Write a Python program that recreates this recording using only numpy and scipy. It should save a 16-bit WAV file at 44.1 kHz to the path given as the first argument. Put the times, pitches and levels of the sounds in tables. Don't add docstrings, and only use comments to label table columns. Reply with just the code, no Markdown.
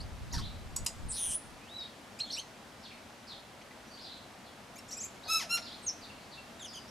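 import sys
import numpy as np
from scipy import signal
from scipy.fft import rfft, irfft
from scipy.io import wavfile
from scipy.ndimage import uniform_filter1d

SR = 44100
rng = np.random.default_rng(int(sys.argv[2]) if len(sys.argv) > 2 else 0)


def to_wav(s):
    ch = np.atleast_2d(s).T
    pcm = np.round(np.clip(ch, -1, 1) * 32767)
    wavfile.write(sys.argv[1], SR, pcm.astype(np.int16))


N = 304290
TIME = np.arange(N) / SR
TOP_HZ = 15400


def undb(db):
    return 10 ** (np.asarray(db) / 20)


def response(points, hz):
    f, db = np.transpose(points)
    return undb(np.interp(np.log(np.maximum(hz, 1)), np.log(f), db))


def shape(x, points):
    size = x.shape[-1]
    return irfft(rfft(x) * response(points, np.fft.rfftfreq(size, 1 / SR)), size)


def walk(t, rate):
    steps = (t - t[0]) * rate
    knots = np.random.default_rng(rng.integers(2 ** 31)).standard_normal(int(steps[-1]) + 2)
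    return np.interp(steps, np.arange(len(knots)), knots)


def add(out, start, x):
    i = max(int(start * SR), 0)
    out[i:i + len(x)] += x[:max(len(out) - i, 0)]


def phase_of(hz):
    return 2 * np.pi * np.cumsum(hz) / SR


def slur(start, length, from_hz, to_hz, bow_hz, db, rough, crest, swell_db=8, fade_db=5):
    u = np.linspace(0, 1, 33)
    hz = from_hz + (to_hz - from_hz) * u + bow_hz * (1 - (2 * u - 1) ** 2)
    crest = np.clip(crest, .05, .95)
    before = np.maximum(1 - u / crest, 0)
    after = np.maximum((u - crest) / (1 - crest), 0)
    level = db - swell_db * before ** .84 - fade_db * after ** .84
    return list(zip(start + length * u, hz, level, np.full(len(u), rough)))


def controls(note):
    s, hz, db, rough = np.transpose(sorted(note))
    t = np.arange(s[0], s[-1], 1 / SR)
    edge = np.clip(np.minimum(t - t[0], t[-1] - t) / .002, 0, 1)
    pitch = uniform_filter1d(np.interp(t, s, hz), size=160, mode="nearest")
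    return t, pitch, edge * undb(np.interp(t, s, db)), np.clip(np.interp(t, s, rough), 0, 1)


# frequency in Hz, relative density in dB.
AIR_SPECTRUM = [(15, -36), (25, -13), (50, -7.5), (95, -1.5), (165, -4), (225, 2), (300, -3), (420, -6.5),
                (660, -2), (1000, -5.5), (2000, -10), (4900, -16), (13000, -27), (15000, -15.5)]
# frequency in Hz, side minus mid in dB.
AIR_WIDTH = [(50, -12), (110, -17), (200, -16), (380, -9), (700, -9), (1280, -6), (2370, -5), (4370, -7),
             (8070, -6), (14900, -18)]
# time in seconds, relative level in dB.
AIR_DRIFT = [(0, -55.5), (4.6, -56), (5.6, -54.5), (6.9, -55)]
def air(gain_db=3.5, lean_db=2.5):
    mid, side = shape(rng.standard_normal((2, N)), AIR_SPECTRUM)
    side = shape(side, AIR_WIDTH)
    left = shape(mid + side, [(400, lean_db), (1000, .058)])
    db = np.interp(TIME, *np.transpose(AIR_DRIFT)) + gain_db + .25 * walk(TIME, 9)
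    return np.array([left, mid - side]) / np.std(mid) * undb(db)


# frequency in Hz, relative density in dB.
EDDY_SPECTRUM = [(15, -3), (35, 0), (62, 2), (85, -0.5), (140, -5.5), (250, -14), (600, -37), (2000, -73),
                 (6000, -55)]
# frequency in Hz, relative gain of the side signal in dB.
EDDY_WIDTH = [(30, -7), (65, -6.5), (110, 0.5), (200, -4), (400, 0), (2000, -11)]
# time in seconds, relative level in dB.
GUSTS = [(0.0, -44), (0.014, -45), (0.288, -47.5), (0.374, -33.5), (0.548, -47.5), (0.662, -44.5),
         (0.686, -49), (0.838, -42), (0.89, -57), (1.064, -40.5), (1.234, -64), (1.316, -51), (1.392, -65),
         (1.41, -80), (1.476, -52), (1.7, -72)]
def buffet(gain_db=-1.5, side_db=2, flicker_db=1.5):
    eddies = shape(rng.standard_normal((2, N)), EDDY_SPECTRUM)
    mid, side = eddies / np.sqrt(np.mean(eddies ** 2))
    side = undb(side_db) * shape(side, EDDY_WIDTH)
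    db = np.interp(TIME, *np.transpose(GUSTS), right=-90) + gain_db + flicker_db * walk(TIME, 27)
    return undb(db) * np.array([mid + side, mid - side])


def scatter(x, delay_s, t60, width):
    t = np.arange(SR) / SR
    mid, side = shape(rng.standard_normal((2, SR)), [(500, 13.5), (3000, 6), (8000, 10), (14000, -1.5)])
    fade = np.exp(-np.log(1000) * t / t60) * (t > delay_s)
    echoes = fade * np.array([mid + width * side, mid - width * side])
    echoes /= np.sqrt(np.sum(echoes ** 2) / 2)
    return signal.fftconvolve(x[None], echoes, axes=1)[:, :N]


def open_syrinx(notes, jitter=.154, octave_db=-43, strain=.39):
    out = np.zeros(N)
    for note in notes:
        t, hz, gain, rough = controls(note)
        phase = phase_of(hz * (1 + jitter * rough * walk(t, 895)))
        octave = undb(octave_db) + strain * rough
        add(out, t[0], np.sqrt(2) * gain * (np.sin(phase) + octave * np.sin(2 * phase)))
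    return out


def closing_syrinx(notes, throat, jitter, shimmer_db, quiver_db, third_db=0):
    out = np.zeros(N)
    k = np.arange(1, 17)[:, None]
    for note in notes:
        t, hz, gain, rough = controls(note)
        phase = phase_of(hz * (1 + jitter * rough * walk(t, 1100)))
        partials = response(throat, k * hz) * (k * hz < TOP_HZ) * undb(third_db * (k == 3))
        partials *= undb(quiver_db * np.array([walk(t, 117) for _ in k]))
        partials /= np.sqrt(np.sum(partials ** 2, axis=0) / 2)
        shimmer = undb(shimmer_db * rough * walk(t, 500))
        add(out, t[0], gain * shimmer * np.sum(partials * np.cos(k * phase), axis=0))
    return out


# start and length in seconds, first and last pitch in Hz,
# relative level in dB, roughness from 0 to 1.
FAR_NOTES = [ (0.307, 0.033, 3690, 6280, -46, 0.2), (0.401, .062, 3020, 4336, -43, 0.37),
             (1.78, 0.064, 5500, 3100, -48, 0.1), (2.792, .035, 5200, 5860, -63, 0.3),
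             (2.827, 0.044, 5200, 2940, -46.5, 0.48), (2.9, 0.027, 2800, 2230, -48.5, 0.53),
             (3.27, .068, 4950, 3260, -44, 0.44), (3.855, 0.039, 5900, 5630, -60.5, 0.16),
             (3.9, .06, 4720, 4420, -51, 0.23), (3.969, 0.054, 3000, 5430, -48.5, 0.3),
             (4.023, 0.054, 5300, 3166, -45, 0.48), (4.086, 0.043, 3500, 4280, -44.5, 0.3),
             (4.131, 0.055, 4200, 3490, -54, .5), (4.433, 0.072, 5000, 2840, -57.5, .26),
             (5.226, 0.026, 3600, 4680, -47, 0.26), (5.253, 0.047, 4740, 3360, -42.5, 0.54),
             (5.615, 0.018, 3600, 5440, -42.5, 0.3), (5.646, 0.039, 5200, 2930, -42.5, .2),
             (5.706, 0.033, 3300, 4400, -45, 0.4), (5.811, 0.038, 3900, 4310, -57, 0.37),
             (6.013, 0.038, 5200, 3370, -46.5, 0.14), (6.085, .032, 2900, 2500, -51, 0.35),
             (6.197, 0.028, 3670, 4840, -58, 0.3), (6.312, 0.034, 4900, 3340, -47, 0.07),
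             (6.368, 0.032, 2716, 2655, -50, 0.1), (6.67, 0.03, 5500, 4450, -44.5, 0.24),
             (6.717, 0.045, 4800, 4780, -47.5, 0.13), (6.874, 0.017, 5200, 5770, -51, .09)]
def far_bird():
    notes = [slur(*glide, bow_hz=29.2, db=db, rough=rough, crest=.46) for *glide, db, rough in FAR_NOTES]
    direct = open_syrinx(notes, jitter=.17, octave_db=-36, strain=.03)
    return undb(-7.5) * direct + undb(-2.5) * scatter(direct, delay_s=.002, t60=.45, width=.4)


# start and length in seconds, first and last pitch in Hz, level in dB.
CLUCK_NOTES = [(3.609, 0.017, 1810, 3280, -56.5), (3.708, 0.011, 1900, 1970, -53),
               (5.256, 0.013, 695, 780, -47.5)]
def clucks():
    return open_syrinx([slur(*glide, bow_hz=0, db=db, rough=1, crest=.41) for *glide, db in CLUCK_NOTES])


# start and length in seconds, first pitch, last pitch and bow in Hz,
# level in dB, roughness from 0 to 1, crest as a share of the length.
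WHISTLE_NOTES = [ (.002, 0.017, 3970, 4630, 206, -45.5, 0.48, 0.35),
                 (0.325, 0.022, 6600, 5070, -100, -40, 0.49, .5), (.846, .006, 6900, 13500, 0, -46, .1, .6),
                 (2.201, 0.0224, 3695, 4105, 384, -31.5, 0.1, 0.37),
                 (2.233, 0.1, 3730, 3850, -360, -49.5, 0.52, 0.76),
                 (2.301, 0.016, 3720, 4600, 80, -38, 0.2, 0.4),
                 (2.309, 0.023, 4840, 5160, 600, -45, 0.47, .55),
                 (2.322, 0.047, 4340, 3850, 164, -41, 0.43, 0.17),
                 (2.326, 0.03, 5070, 5330, 333, -39.5, 0.25, .5),
                 (2.392, .01, 3340, 4230, 500, -40, 0.35, 0.37),
                 (5.825, 0.042, 7920, 8390, 454, -52, 0.06, 0.6),
                 (5.864, 0.037, 6810, 5160, 94, -31.5, 0.02, .5)]
# time in seconds, pitch in Hz, level in dB.
WHISTLE_ARCH = [(1.6, 2330, -72), (1.61, 2380, -61), (1.666, 2690, -65), (1.702, 3700, -55),
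                (1.728, 3850, -53), (1.76, 3973, -44.5), (1.83, 3740, -45), (1.872, 3854, -54)]
def whistles(arch_rough=.04):
    arch = [(*point, arch_rough) for point in WHISTLE_ARCH]
    return open_syrinx([slur(*row) for row in WHISTLE_NOTES] + [arch])


# start and length in seconds, first pitch, last pitch and bow in Hz,
# level in dB, roughness from 0 to 1, crest as a share of the length.
SQUEAK_NOTES = [ (2.188, 0.019, 2390, 3620, -350, -41.5, 0.22, 0.48),
                (2.362, 0.042, 2200, 3240, 206, -39, 0, 0.6), (6.594, 0.042, 3850, 3060, 59, -46, 0, 0.92),
                (6.641, 0.026, 3750, 2790, -30, -43.5, 0.05, 0.37),
                (6.731, .033, 3600, 3090, -130, -47.5, 0.15, 0.93),
                (6.763, 0.022, 3480, 2850, 0, -44.5, 0, .6)]
# frequency in Hz, gain in dB.
SQUEAK_TRACT = [(3000, -2), (4500, -3), (6200, -5.5), (9300, -14.5), (12500, -22), (15000, -40)]
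def squeaks():
    notes = [slur(*row) for row in SQUEAK_NOTES]
    return closing_syrinx(notes, SQUEAK_TRACT, jitter=.13, shimmer_db=9, quiver_db=3)


# start and length in seconds, first and last pitch in Hz,
# level in dB, roughness from 0 to 1.
TWITTER_NOTES = [ (4.756, 0.018, 1940, 2450, -50.5, 0.2), (4.778, 0.017, 1235, 1340, -48, 0.54),
                 (4.88, 0.026, 1540, 1990, -52.5, .2), (4.907, 0.018, 1240, 1650, -43.5, 0.24),
                 (4.921, 0.02, 1700, 1985, -40, 0.2), (4.933, 0.018, 2000, 2530, -46, .3),
                 (4.965, 0.023, 2320, 2590, -42.5, 0.2), (4.982, .019, 1730, 1910, -46, 0.2),
                 (4.999, 0.03, 1950, 2544, -39, .12), (5.025, 0.038, 1810, 2590, -41.5, 0.37)]
# frequency in Hz, gain in dB.
TWITTER_TRACT = [(1400, -17), (2400, -2), (4300, -13), (5700, 7), (7300, 5.5), (9000, -10), (11500, -6.5),
                 (14000, -9)]
def twitters():
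    notes = [slur(*glide, bow_hz=70, db=db, rough=rough, crest=.42)
             for *glide, db, rough in TWITTER_NOTES]
    return closing_syrinx(notes, TWITTER_TRACT, jitter=.055, shimmer_db=7, quiver_db=6.5, third_db=8)


# start and length in seconds, first pitch, last pitch and bow in Hz,
# level in dB.
COUGH_NOTES = [(0.332, .036, 1106, 877, -120, -40.5), (0.373, .034, 1957, 846, -150, -42.5)]
# frequency in Hz, gain in dB.
COUGH_TRACT = [(700, -3), (1100, 2), (1900, 1), (2800, -13), (4200, 3.5), (5600, -1), (7200, -11),
               (11500, -12.5), (14000, -24)]
def cough():
    notes = [slur(*row, rough=.72, crest=.26) for row in COUGH_NOTES]
    return closing_syrinx(notes, COUGH_TRACT, jitter=.125, shimmer_db=4, quiver_db=3)


# start in seconds, gain in dB, pulses per second, length in seconds,
# high-pass cutoff in Hz.
CLACK_RUNS = [(0.763, -1.5, 1100, .0045, 4700), (0.863, 1.5, 950, .0048, 2400)]
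# frequency and bandwidth in Hz, gain in dB.
CLACK_MODES = [(2800, 240, -1), (3970, 850, -14), (5000, 160, 3), (5570, 390, -5), (6930, 320, 4),
               (7770, 270, 4), (9050, 510, -8), (11000, 1300, -37)]
def clacks(snap_db=-15, ring_db=-5, knock_db=-17, knock_hz=1000):
    out = np.zeros(N)
    for start, db, rate, length, cutoff_hz in CLACK_RUNS:
        times = np.arange(0, length, 1 / rate)
        times += np.abs(rng.normal(0, .1, len(times))) / rate
        pulses = np.zeros(SR // 20)
        pulses[(times * SR).astype(int)] = np.linspace(.6, 1, len(times))
        rings = sum(undb(mode_db) * signal.lfilter(*signal.iirpeak(hz, hz / width, SR), pulses)
                    for hz, width, mode_db in CLACK_MODES)
        highpass = signal.butter(3, cutoff_hz, "high", fs=SR, output="sos")
        click = signal.sosfilt(highpass, undb(snap_db) * pulses + undb(ring_db) * rings)
        knock = undb(knock_db) * signal.lfilter(*signal.iirpeak(knock_hz, 2, SR), pulses)
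        add(out, start, undb(db) * (click + knock))
    return out


# time in seconds, pitch in Hz, level in dB, roughness from 0 to 1.
HIGH_VOICE = [(1.084, 9140, -52, .2), (1.1, 8600, -41.5, 0.3), (1.112, 8290, -39.5, 0.68),
              (1.128, 9360, -42.5, .36), (1.195, 9620, -39.5, 0.27), (1.23, 9330, -34.5, 0.23),
              (1.28, 9180, -38.5, 0.37), (1.313, 8780, -39, 0.69), (1.34, 9190, -38.5, 0.4),
              (1.356, 9770, -31, 0), (1.378, 10340, -47, 0)]
LOW_VOICE = [(1.12, 5080, -58.5, 0.71), (1.15, 4110, -52, 0.67), (1.184, 3676, -50, 0.73),
             (1.231, 3170, -52, 0.7), (1.301, 2956, -53.5, 0.7), (1.336, 3140, -50, 0.44),
             (1.355, 3140, -59, 0.98)]
def rasp(flutter_hz=171, swing=.12, jitter=.108, throb=.66, grit_db=7, difference_db=-1, sum_db=-5):
    shared_flutter = np.sin(phase_of(flutter_hz * (1 + .0495 * walk(TIME, 90))))
    high, low = np.zeros((2, N), complex)
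    for voice, note in ((high, HIGH_VOICE), (low, LOW_VOICE)):
        t, hz, gain, rough = controls(note)
        flutter = np.interp(t, TIME, shared_flutter)
        phase = phase_of(hz * (1 + rough * (swing * flutter + jitter * walk(t, 2500))))
        grit = undb(grit_db * rough * walk(t, 2000))
        amplitude = np.sqrt(2) * gain * (1 + throb * rough * flutter) * grit
        add(voice, t[0], amplitude * np.exp(1j * phase))
    carrier = np.exp(1j * np.angle(high))
    sidebands = carrier * (undb(difference_db) * low.conj() + undb(sum_db) * low)
    return np.real(high + low + sidebands)


# start, hold and final drop in seconds, pitch in Hz, level in dB, vibrato depth in Hz.
HONK_NOTES = [(5.277, .113, .068, 1307, -28.5, 19.4), (5.491, .08, 0.023, 1386, -28, 10.4)]
# frequency in Hz, gain in dB.
HONK_TRACT = [(650, 11), (1000, -8.5), (1350, 0.5), (2700, 2.5), (4000, -1), (5300, 3), (6700, -2.5),
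              (8000, -17), (9400, -11), (10800, -9.5), (12200, -9.5), (13500, -16), (15000, -6)]
def honks(scoop_hz=111, scoop_s=.0092, vibrato_hz=27.1, end_hz=600, attack_s=.018, release_s=.018):
    notes = []
    for start, hold, drop, pitch_hz, db, depth_hz in HONK_NOTES:
        t = np.linspace(0, hold + drop, 120)
        release = np.clip((t - hold) / release_s + 1, 0, 1)
        fall = np.clip((t - hold) / drop, 0, 1)
        vibrato = depth_hz * np.cos(2 * np.pi * vibrato_hz * t)
        held_hz = pitch_hz - scoop_hz * np.exp(-t / scoop_s) + vibrato
        hz = held_hz * (end_hz / pitch_hz) ** fall
        level_db = db - 23 * np.exp(-t / attack_s) - 11 * release - 12 * fall ** 2
        rough = .025 + .45 * release ** 2
        notes.append(list(zip(start + t, hz, level_db, rough)))
    return closing_syrinx(notes, HONK_TRACT, jitter=.038, shimmer_db=5, quiver_db=2.2)


def scene():
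    tui = honks() + cough() + twitters() + squeaks() + whistles() + clucks() + rasp() + clacks()
    leaves = undb(-5.5) * scatter(tui, delay_s=.0034, t60=.11, width=.21)
    grove = undb(-17) * scatter(tui, delay_s=.01, t60=.45, width=.4)
    return tui + leaves + grove + far_bird() + air() + buffet()


# frequency in Hz, gain in dB.
MIC_RESPONSE = [(10000, 0.5), (12500, -1), (13600, -6.5), (14400, -19), (15400, -22)]
def record(dry):
    lowpass = signal.ellip(8, .2, 70, TOP_HZ, fs=SR, output="sos")
    return signal.sosfilt(lowpass, shape(dry, MIC_RESPONSE))


dry = scene()
out = record(dry)
to_wav(out)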